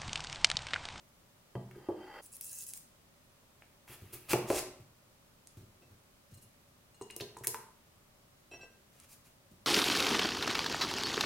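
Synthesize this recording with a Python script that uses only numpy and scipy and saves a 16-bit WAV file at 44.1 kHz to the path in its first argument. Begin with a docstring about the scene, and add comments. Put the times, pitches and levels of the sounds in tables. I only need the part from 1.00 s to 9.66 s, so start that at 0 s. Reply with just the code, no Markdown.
"""Chopping a potato in a small kitchen

A loaded ceramic plate is set on a wooden table and pushed aside, until a cut in the sound ends its scrape.
A knife trims a potato and chops it on a board; the wet wedges are eased off the blade into a glass bowl, and
the knife is laid down. Blows are sums of decaying modes, noise bursts and clicks; cutting and scraping are
trains of random impulses, filtered and shaped by strokes or a level curve.
A small, quiet kitchen answers with diffuse stereo reflections, over a low rumble and an even hiss.
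"""
import sys
import numpy as np
from scipy import signal
from scipy.fft import rfft, irfft, next_fast_len
from scipy.io import wavfile
from scipy.ndimage import uniform_filter1d

SR = 44100
rng = np.random.default_rng(int(sys.argv[2]) if len(sys.argv) > 2 else 0)


def persist_wave(psi):
    """Save psi, clipped to +-1, as 16-bit WAV."""
    counts = np.round(np.clip(psi, -1, 1) * 32767).astype(np.int16)
    wavfile.write(sys.argv[1], SR, np.atleast_2d(counts).T)


N = 381906
T = np.arange(SR // 2) / SR  # time axis of a single blow [s]

# Events. Levels are relative: each source balances its own parts.
# blade shaving skin, wet pieces rubbing: (time [s], length [s], final level [dB], swell [dB])
SHAVING_STROKES = [(1.216, 0.048, -55.5, 5), (1.315, 0.04, -48, 9), (1.408, 0.229, -44, 4.5),
                   (1.662, 0.048, -48.5, -1), (1.721, 0.052, -48.5, 10), (5.337, 0.015, -62.5, -7),
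                   (5.367, 0.013, -68, 0), (5.41, 0.03, -59, 3), (6.434, 0.014, -45.5, 0)]
# blade splitting flesh, wedges sliding apart:
# (time [s], length [s], final crisp level [dB], swell [dB], flesh re crisp [dB], juice fizz re crisp [dB])
CUTTING_STROKES = [(2.869, 0.073, -55.5, 6, 1, 5.5), (2.972, 0.63, -69.5, 4.4, 5.5, 7.5),
                   (3.123, 0.015, -44.5, 1.5, -8.5, 5), (3.283, 0.036, -30.5, 12, -4.5, -3),
                   (3.468, 0.12, -32.5, 15, -8.5, -17), (7.908, 0.14, -64, 9.5, -2.5, -4),
                   (8.079, 0.054, -56, 7, -8.5, 0.5), (8.236, 0.037, -62, 3.6, -5, -3)]
# crisp snaps of potato: (time [s], level [dB], top octave [dB])
POTATO_SNAPS = [(1.3672, -35, -4), (1.411, -26.5, -2), (1.429, -42, -8), (1.4443, -36, 2), (1.581, -44, -6),
                (1.736, -23, -17), (1.775, -31, -10), (4.4721, -32.5, -26), (6.109, -28.5, -36),
                (6.1641, -23, -10.5), (6.471, -10.5, -9), (6.475, -21, -17), (6.479, -16.5, -10),
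                (8.0002, -36.5, -21)]
# knife touching the board, and rocking when laid down:
# (time [s], ring level [dB], knock re ring [dB], hardness [dB per octave])
KNIFE_TOUCHES = [(4.8215, -56, -0.5, -3), (7.5135, -43, -3.5, 2), (7.5361, -40.5, -4.5, -4),
                 (7.592, -50.5, -2, -3), (7.611, -45.5, -15, 0), (7.63, -46, -0.5, -4.5)]
# dull taps as the grip changes and the edge is set on the potato: (time [s], level [dB])
KNIFE_TAPS = [(2.6217, -58), (2.879, -60.5)]
# blade gathering wedges and grazing the glass: (time [s], level [dB], most excited pitch [Hz])
BLADE_TINKS = [(5.339, -67, 4100), (5.376, -66, 4150), (5.424, -74, 4150), (5.945, -66, 4550),
               (6.012, -55.5, 8200), (6.013, -63.5, 2850), (6.104, -56.5, 2850)]
# light ticks of blade and crockery: (time [s], level [dB], pitch [Hz])
LIGHT_TICKS = [(0.711, -45, 2010), (6.021, -41.5, 7150), (6.101, -37, 2760), (6.201, -34, 2960),
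               (6.208, -28.5, 3750), (6.212, -33.5, 4470), (6.222, -43, 6400), (6.371, -43, 8400),
               (6.386, -44, 8300), (6.437, -38.5, 1970), (6.444, -32, 1940)]
# plate and knife landing on the wood:
# (time [s], knock level [dB], thud re knock [dB], board ring re knock [dB], crack re knock [dB])
TABLE_BLOWS = [(0.553, -36, 3.5, -2.5, -31), (0.887, -25, -31, -6.5, -51), (0.919, -37, -32, -15, -35),
               (3.3324, -23.5, -5.5, -1, 2.5), (3.338, -28, -12, -5.5, -8), (3.502, -23, -23, 2, -6)]
# hands and potato bumping the board softly: (time [s], thud level [dB], knock re thud [dB])
SOFT_BUMPS = [(0.757, -52.5, 9), (2.895, -51, -2), (3.017, -45.5, -7.5), (3.129, -47.5, 0),
              (3.305, -42, -2), (3.799, -50.5, -26), (4.57, -47.5, -10.5), (4.608, -51, -7),
              (4.808, -55.5, -7), (4.91, -52.5, -13), (5.313, -57, -16), (5.374, -56, -9),
              (7.529, -55, -17), (8.512, -51, -12)]
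# wedges and blade meeting the bowl:
# (time [s], knock level [dB], glass ring re knock [dB], clack re knock [dB], thud re knock [dB])
BOWL_DROPS = [(6.012, -30.5, -11.5, -24, -16), (6.164, -41.5, -15, -17, -20),
              (6.206, -33.5, -22, -25, -4.5), (6.218, -33, -15, -17, -19), (6.368, -43, 3.5, -4.5, -11),
              (6.408, -41.5, -41, -21, -1), (6.471, -36, -6, -38, -9.5), (6.479, -35.5, -24, -23, -26),
              (6.545, -39, 8.5, 8, -24)]
# plate creeping, giving way and being pushed on until the sound cuts away: (time [s], scrape level [dB])
PLATE_SLIDE = [(0.74, -69), (0.81, -65.5), (0.95, -64.5), (1.04, -59), (1.17, -51), (1.22, -59)]
# plate's foot meeting the table: (time [s], level [dB])
PLATE_LANDING = (0.553, -51)

# Modes: (frequency [Hz], level [dB], decay by 60 dB [s])
KNIFE_MODES = [(1584, -12.5, 0.21), (1980, -13.5, 0.13), (2630, -3, 0.18), (2710, -14, 0.11),
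               (3122, -13, 0.11), (4000, -15, 0.079), (4520, -19, 0.13), (5680, -10, 0.12),
               (7555, -18, 0.13), (9540, -18, 0.15)]
LOADED_BLADE_MODES = [(2850, 1, 0.17), (4148, 0, .13), (5420, -7, .1), (6690, -1, 0.1), (8204, 8, .07),
                      (9015, -1, .06), (9700, 2, .07)]
TABLE_MODES = [(290, -17, 0.23), (321, -14, 0.23), (364.1, 6, 0.18), (396.6, 2, 0.11), (478.4, -4, 0.072)]
TABLE_LOW_MODES = [(86, -18, 0.15), (126.7, -3, 0.18), (156, -20.5, 0.22), (191.8, -11.5, 0.19),
                   (239, -19.5, 0.3)]
BOARD_MODES = [(489, 7.5, 0.066), (548, 8, 0.14), (573, -11, 0.7), (610, -14, 0.63), (627, -2, 0.14),
               (714, -2, 0.22), (810, -4, 0.27), (1030, -20, 0.37), (1098, -8, 0.082), (1164, -9, 0.38)]
BOWL_FOOT_MODES = [(224, -19, 0.28), (378, -5, 0.18), (430, 1, 0.081)]
BOWL_MODES = [(913, 6, 0.037), (994, -2, 0.18), (1900, -18, 0.14)]
# plate resonances: (frequency [Hz], width [Hz], level [dB])
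PLATE_RESONANCES = [(520, 58, 1.5), (870, 34, 6), (1224, 40, -3.5), (1616, 100, -5.5), (1960, 100, -4.5),
                    (2710, 120, -14.5), (3130, 40, -3), (4270, 25, -15.5), (4730, 72, -11)]

# Spectra of the potato, clicks, bursts and background: (frequency [Hz], relative level [dB])
SKIN_SPECTRUM = [(880, -52), (1500, -32), (1670, -15), (2020, -40), (2610, -19), (4200, -20), (4730, -12.5),
                 (6760, -5.5), (10800, 0), (12000, -9.5), (16000, -6)]
CRISP_SPECTRUM = [(2500, -19), (4500, 0), (8000, 2.5), (11000, 0.5), (15500, -10.5)]
FLESH_SPECTRUM = [(200, -4), (600, -6), (1200, -3), (1700, -5.5), (2500, -0.5), (3500, -7), (6000, -18)]
FIZZ_SPECTRUM = [(6000, -35), (10000, 1), (15000, -2)]
SNAP_SPECTRUM = [(500, -43), (2000, -8.5), (3500, -9), (4800, -3), (8000, 2), (11000, 10), (13000, 9.5),
                 (15500, 6)]
TAP_SPECTRUM = [(250, -8), (950, 2), (1400, -3.5), (2400, 6), (3300, -10), (5500, -32)]
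CLACK_SPECTRUM = [(300, -8), (1000, -6.5), (1900, -10), (3000, -14), (5000, -21), (12000, -23)]
CRACK_SPECTRUM = [(500, -1), (1100, 12), (1700, 5), (2600, 9.5), (3300, -4), (5000, -5.5), (12000, -7)]
WOOD_SPECTRUM = [(120, -14.5), (280, -3), (400, 2), (680, 2), (800, -0.5), (1150, -11), (1500, -29),
                 (3000, -44.5)]
THUMP_SPECTRUM = [(25, -2), (60, -7), (105, -1), (170, -8.5), (260, -18.5), (600, -41.5)]
QUIET_SPECTRUM = [(12, -39), (20, -3), (43, -9.5), (113, -4), (248, -9.5), (319, -14.5), (357, -12.5),
                  (499, -16), (574, -10), (678, -17), (1090, -18), (1190, -17.5), (1570, -22), (4670, -26),
                  (16000, -29.5)]
# stereo widths of echo and background: (frequency [Hz], side re mid [dB])
ECHO_WIDTH = [(100, -52), (250, -32), (500, -14.5), (1000, -6), (2000, -9), (4000, 3), (12000, 1.5)]
BACKGROUND_WIDTH = [(60, -16), (110, -19), (200, -6.5), (380, -3.5), (700, -3.5), (1290, 0), (2380, 1.5),
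                    (4400, 1), (8120, 0.5), (15000, 0)]
# reverberation time of the kitchen: (frequency [Hz], decay by 60 dB [s])
KITCHEN_DECAY = [(150, 0.69), (380, 0.44), (1000, 0.56), (5000, 0.44), (14000, 0.33)]
# reverberation level: (frequency [Hz], room re direct [dB])
ECHO_LEVEL = [(150, -0.5), (380, -5), (650, -1.5), (1000, -2.5), (2000, -3.5), (6000, -6), (14000, -7)]

SHAVE_ATTACK_S, SHAVE_RELEASE_S = 0.0051, 0.039  # skin catches at once; a release is a fall of 60 dB
CUT_ATTACK_S, CUT_RELEASE_S = 0.017, 0.1  # the edge sinks in, then breaks free
FOCUS_DB_PER_OCTAVE = 10  # blade modes away from the contact's pitch are weaker
SCATTER_DB = 2  # standard deviation of mode strength from blow to blow
RADIATE_HZ = 74  # the table top is too small to radiate deep bass
SCRAPE_CUT_S = 1.211  # the sound cuts away from the plate's scrape and its echo
QUIET_DB = -64  # rms of the background
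TOP_HZ = 16200  # band limit of the recorder


def potato():
    """Brittle fracture: cells burst as clumped crackle in skin, a dense crunch in flesh, and single snaps."""
    crackle = grains(per_second=3500, spread_db=4) * clumps(per_second=380, depth_db=2.6)
    # a 60 dB decay time is turned into a resonance width
    blade = [(hz, np.log(1000) / (np.pi * t60), db) for hz, db, t60 in KNIFE_MODES]
    steel = resonant(crackle, blade)  # the blade sings along faintly
    shaving, cutting, crushing, fizzing = np.zeros((4, N))
    for s, length, db, swell_db in SHAVING_STROKES:
        shaving += amp(db) * stroke(s, length, swell_db, SHAVE_ATTACK_S, SHAVE_RELEASE_S)
    for s, length, db, swell_db, flesh_db, fizz_db in CUTTING_STROKES:
        push = amp(db) * stroke(s, length, swell_db, CUT_ATTACK_S, CUT_RELEASE_S)
        cutting += push
        crushing += amp(flesh_db) * push
        fizzing += amp(fizz_db) * push
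    skin = patchy(coloured(crackle, SKIN_SPECTRUM), depth_db=3.5)
    shave = shaving * (unit(skin) + amp(-24) * unit(steel))
    crisp = cutting * unit(coloured(grains(per_second=6700, spread_db=6.5), CRISP_SPECTRUM))
    flesh = crushing * unit(coloured(grains(per_second=6000, spread_db=-1), FLESH_SPECTRUM))
    fizz = fizzing * unit(coloured(grains(per_second=13000, spread_db=2), FIZZ_SPECTRUM))
    out = amp(-0.5) * shave + amp(-4.5) * crisp + amp(-1) * flesh + amp(-4.5) * fizz
    for s, db, top_db in POTATO_SNAPS:
        # sharper breaks reach higher
        snap = coloured(crack(SNAP_SPECTRUM, t60=0.013), [(9000, 0), (14000, top_db + 1.5)])
        add(out, s, amp(db - 14.5) * snap)
    return out


def knife():
    """Modal excitation: contacts ring the blade and knock the wood; light touches tap, tink and tick."""
    out = np.zeros(N)
    for s, db, knock_db, hardness in KNIFE_TOUCHES:
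        # a hard touch favours high modes
        modes = [(hz, mode_db + hardness * np.log2(hz), t60) for hz, mode_db, t60 in KNIFE_MODES]
        handle = amp(-11.5) * ring(TABLE_MODES, attack=0.0025) + amp(-11) * wood()
        steel = amp(-14.5) * ring(modes, attack=0.00031) + amp(-33) * burst(CLACK_SPECTRUM, t60=0.061)
        add(out, s, amp(db) * (steel + amp(knock_db) * handle))
        for delay in rng.uniform(0.003, 0.018, size=3):  # the blade chatters
            add(out, s + delay, amp(db - 18.5) * ring(modes, attack=0.00037))
    for s, db in KNIFE_TAPS:
        add(out, s, amp(db) * crack(TAP_SPECTRUM, t60=0.01))
    for s, db, pitch in BLADE_TINKS:
        modes = [(hz, mode_db - FOCUS_DB_PER_OCTAVE * abs(np.log2(hz / pitch)), t60)
                 for hz, mode_db, t60 in LOADED_BLADE_MODES]
        add(out, s, amp(db) * ring(modes, attack=0.00026))
    for s, db, hz in LIGHT_TICKS:
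        click = burst([(hz / 4, -24), (hz * 0.97, 0), (hz * 2.2, -22)], t60=0.029)
        tone = ring([(hz, 0, 0.04)], attack=0.00044)
        add(out, s, amp(db - 14.5) * (click + amp(-11.5) * tone))
    return out


def table():
    """Impact on a plate of wood: hard blows ring the table top with a crack; soft bumps mostly sway it."""
    out = np.zeros(N)
    for s, db, thud_db, board_db, crack_db in TABLE_BLOWS:
        top = amp(-3.5) * ring(TABLE_MODES, attack=0.0018, detune=0.013)
        knock = top + amp(board_db - 7.5) * wood()
        thud = amp(thud_db - 7.5) * ring(TABLE_LOW_MODES, attack=0.0049)
        click = amp(crack_db - 9.5) * crack(CRACK_SPECTRUM, t60=0.013)
        add(out, s, amp(db) * (knock + thud + click))
    for s, db, knock_db in SOFT_BUMPS:
        sway = amp(-10) * ring(TABLE_LOW_MODES, attack=0.0013) * amp(-60 * T / 0.21)  # extra damping
        thud = sway + amp(-3.5) * burst(THUMP_SPECTRUM, t60=0.2)
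        knock = amp(knock_db - 7) * ring(TABLE_MODES, attack=0.013)
        add(out, s, amp(db) * (thud + knock))
    return out


def bowl():
    """Coupled impact: soft wedges knock the bowl against the table and ring its lowest glass modes."""
    out = np.zeros(N)
    for s, db, glass_db, clack_db, thud_db in BOWL_DROPS:
        foot = amp(-10) * ring(BOWL_FOOT_MODES, attack=0.00085, detune=0.029)
        knock = foot + amp(-19) * burst(WOOD_SPECTRUM, t60=0.028)
        glass = amp(glass_db - 10) * ring(BOWL_MODES, attack=0.00022)
        thud = amp(thud_db - 7.5) * ring(TABLE_LOW_MODES, attack=0.0045) * amp(-60 * T / 0.23)
        clack = amp(clack_db - 13) * crack(CLACK_SPECTRUM, t60=0.007)
        add(out, s, amp(db) * (knock + glass + thud + clack))
    return out


def plate():
    """Stick-slip friction: the foot ring lands, then catches on the grain and excites the plate's resonances."""
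    slips = grains(per_second=2700, spread_db=4) * clumps(per_second=150, depth_db=2)
    rasp = coloured(slips, [(150, -18), (450, -2), (900, 14), (2000, -12), (3200, -14), (4000, -37), (9000, -26)])
    ceramic = resonant(slips, PLATE_RESONANCES)
    out = level_curve(PLATE_SLIDE) * (amp(1) * unit(ceramic) + amp(-0.5) * unit(rasp))
    s, db = PLATE_LANDING
    contact = coloured(signal.unit_impulse(len(T)), [(800, 1), (3000, 1), (5000, -2)])
    add(out, s, amp(db) * struck(resonant(contact, PLATE_RESONANCES)))
    return out


def wood():
    """Modal density: a struck board has a few clear upper modes among many crowded ones."""
    clear = ring(BOARD_MODES, attack=0.00049, detune=0.0046)
    return amp(-8.5) * clear + burst(WOOD_SPECTRUM, t60=0.11)


def ring(modes, attack, detune=0):
    """Modal decay: each blow meets the modes at slightly new strengths, and a shifting load detunes them."""
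    hz, db, t60 = np.transpose(modes)[:, :, None]
    gain = amp(db + SCATTER_DB * rng.standard_normal(hz.shape) - 60 * T / t60)
    hz = hz * (1 + detune * rng.standard_normal(hz.shape))
    total = (gain * np.cos(2 * np.pi * hz * T)).sum(axis=0)
    return struck(total * (1 - np.exp(-T / attack)))


def burst(spectrum, t60):
    """High modal overlap: decaying coloured noise stands for many crowded modes that die together."""
    noise = rng.standard_normal(len(T)) * amp(-60 * T / t60)
    return struck(coloured(noise, spectrum))


def crack(spectrum, t60):
    """Broadband impulse: a short toneless click, made even across frequency before it is coloured."""
    decay = amp(-60 * T / t60)
    phase = np.angle(rfft(rng.standard_normal(len(T)) * decay))
    even = irfft(np.exp(1j * phase), len(T))
    return struck(coloured(even * np.sqrt(decay), spectrum))


def grains(per_second, spread_db):
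    """Shot noise: tiny fractures or slips at random moments and of uneven size, rms 1."""
    sizes = amp(spread_db * np.clip(rng.standard_normal(N), -2, 2)) * rng.choice([-1, 1], N)
    return unit(sizes * (rng.random(N) < per_second / SR))


def clumps(per_second, depth_db):
    """Stick-slip modulation: the random gain of a contact that catches and slips by turns."""
    knots = np.clip(rng.standard_normal(N), -2, 2)
    wander = np.interp(np.arange(N) * per_second / SR, np.arange(N), knots)
    return amp(depth_db * wander)


def stroke(s, length, swell_db, attack, release):
    """Force envelope: a stroke bites, changes by its swell as the hand bears down, and lets go."""
    t = np.arange(N) / SR - s
    pressure_db = swell_db * (np.clip(t / length, 0, 1) - 1)
    release_db = -60 * np.maximum(t - length, 0) / release
    return np.clip(t / attack, 0, 1) * amp(pressure_db + release_db)


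def patchy(x, depth_db):
    """Time-varying filtering: the colour of a rub shifts as the contact point moves."""
    z = signal.stft(x, nperseg=256)[2]
    field = uniform_filter1d(rng.standard_normal(z.shape), size=9, axis=0)  # smooth over frequency
    field = uniform_filter1d(field, size=5, axis=1)  # then over time
    return signal.istft(z * amp(depth_db * unit(field)), nperseg=256)[1][:len(x)]


def resonant(x, peaks):
    """Parallel resonance: second-order band-passes given as (frequency [Hz], width [Hz], level [dB])."""
    def response(f):
        total = 0
        for k, (centre, width, db) in enumerate(peaks):
            damping = 1j * f * width
            # successive peaks alternate in sign
            total = total + (-1) ** k * amp(db) * damping / (centre * centre - f * f + damping)
        return total
    return filtered(x, response)


def coloured(x, spectrum, size=2048):
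    """Minimum-phase filtering: a causal filter is built from the given spectrum by folding its cepstrum."""
    cepstrum = irfft(np.log(amp(along(spectrum, np.fft.rfftfreq(size, 1 / SR)))))
    cepstrum[1:size // 2] *= 2
    cepstrum[size // 2 + 1:] = 0
    impulse = irfft(np.exp(rfft(cepstrum)))
    return signal.fftconvolve(x, impulse)[:len(x)]


def filtered(x, response):
    """Linear filtering: the spectrum of x times a response of frequency, padded against wrap-around."""
    n = x.shape[-1]
    m = next_fast_len(n + SR // 4)
    return irfft(rfft(x, m) * response(np.fft.rfftfreq(m, 1 / SR)), m)[..., :n]


def along(points, hz):
    """Logarithmic interpolation of (frequency [Hz], value) points."""
    f, v = np.transpose(points)
    return np.interp(np.log(hz + 1), np.log(f + 1), v)


def level_curve(rows):
    """Level envelope: the gain of a (time [s], level [dB]) curve, practically silent outside it."""
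    s, db = np.transpose(rows)
    curve_db = np.interp(np.arange(N) / SR, s, db, left=-150, right=-150)
    return uniform_filter1d(amp(curve_db), size=180)


def amp(db):
    """Amplitude ratio of a level in decibels."""
    return 10 ** (np.asarray(db) / 20)


def unit(x):
    """Power normalisation to rms 1."""
    return x / np.sqrt(np.mean(x ** 2) + 1e-20)


def struck(x):
    """Onset normalisation: the first 10 ms of a blow have rms 1."""
    return x / np.sqrt(np.mean(x[:SR // 100] ** 2) + 1e-20)


def add(track, s, sound):
    """Superposition of a sound on the track from time s."""
    part = track[round(s * SR):][:len(sound)]
    part += sound[:len(part)]


def diffuse(pair, width):
    """Decorrelation: two unrelated sounds become mid and side, and so left and right."""
    side = filtered(pair[1], lambda hz: amp(along(width, hz)))
    return np.array([pair[0] + side, pair[0] - side])


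def kitchen(x):
    """Reverberation: diffuse reflections from walls and cupboards decay at a rate set by frequency."""
    hz, t, z = signal.stft(rng.standard_normal((2, len(T))), SR, nperseg=256)
    t60 = along(KITCHEN_DECAY, hz)[:, None]
    decay = amp(along(ECHO_LEVEL, hz)[:, None] - 60 * t / t60)
    equal_energy = np.sqrt(2 * np.log(1000) / (t60 * SR))  # offsets the energy of longer tails
    tail = signal.istft(z * decay * equal_energy, SR, nperseg=256)[1][:, :len(T)]
    tail = tail * (1 - np.exp(-T / 0.0007))
    return signal.fftconvolve(x[None], diffuse(tail, ECHO_WIDTH), axes=1)[:, :N]


def background():
    """Stationary noise: filtered Gaussian noise gives a low room rumble and an even hiss."""
    air = filtered(rng.standard_normal((2, N)), lambda hz: amp(along(QUIET_SPECTRUM, hz)))
    return amp(QUIET_DB) * unit(diffuse(air, BACKGROUND_WIDTH))


def scene():
    """Superposition: central sources, echo and quiet; a cut in the sound ends the scrape together with its echo."""
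    high_pass = signal.butter(2, RADIATE_HZ, "high", fs=SR, output="sos")
    knocks = signal.sosfilt(high_pass, table() + bowl())
    direct = knocks + potato() + knife()
    scrape = plate()
    before_cut = uniform_filter1d((np.arange(N) < SCRAPE_CUT_S * SR) * 1., size=220)
    return direct + kitchen(direct) + before_cut * (scrape + kitchen(scrape)) + background()


def record(dry):
    """Band limitation: the recorder keeps nothing above its band limit."""
    return filtered(dry, lambda hz: hz < TOP_HZ)


dry = scene()
out = record(dry)
persist_wave(out)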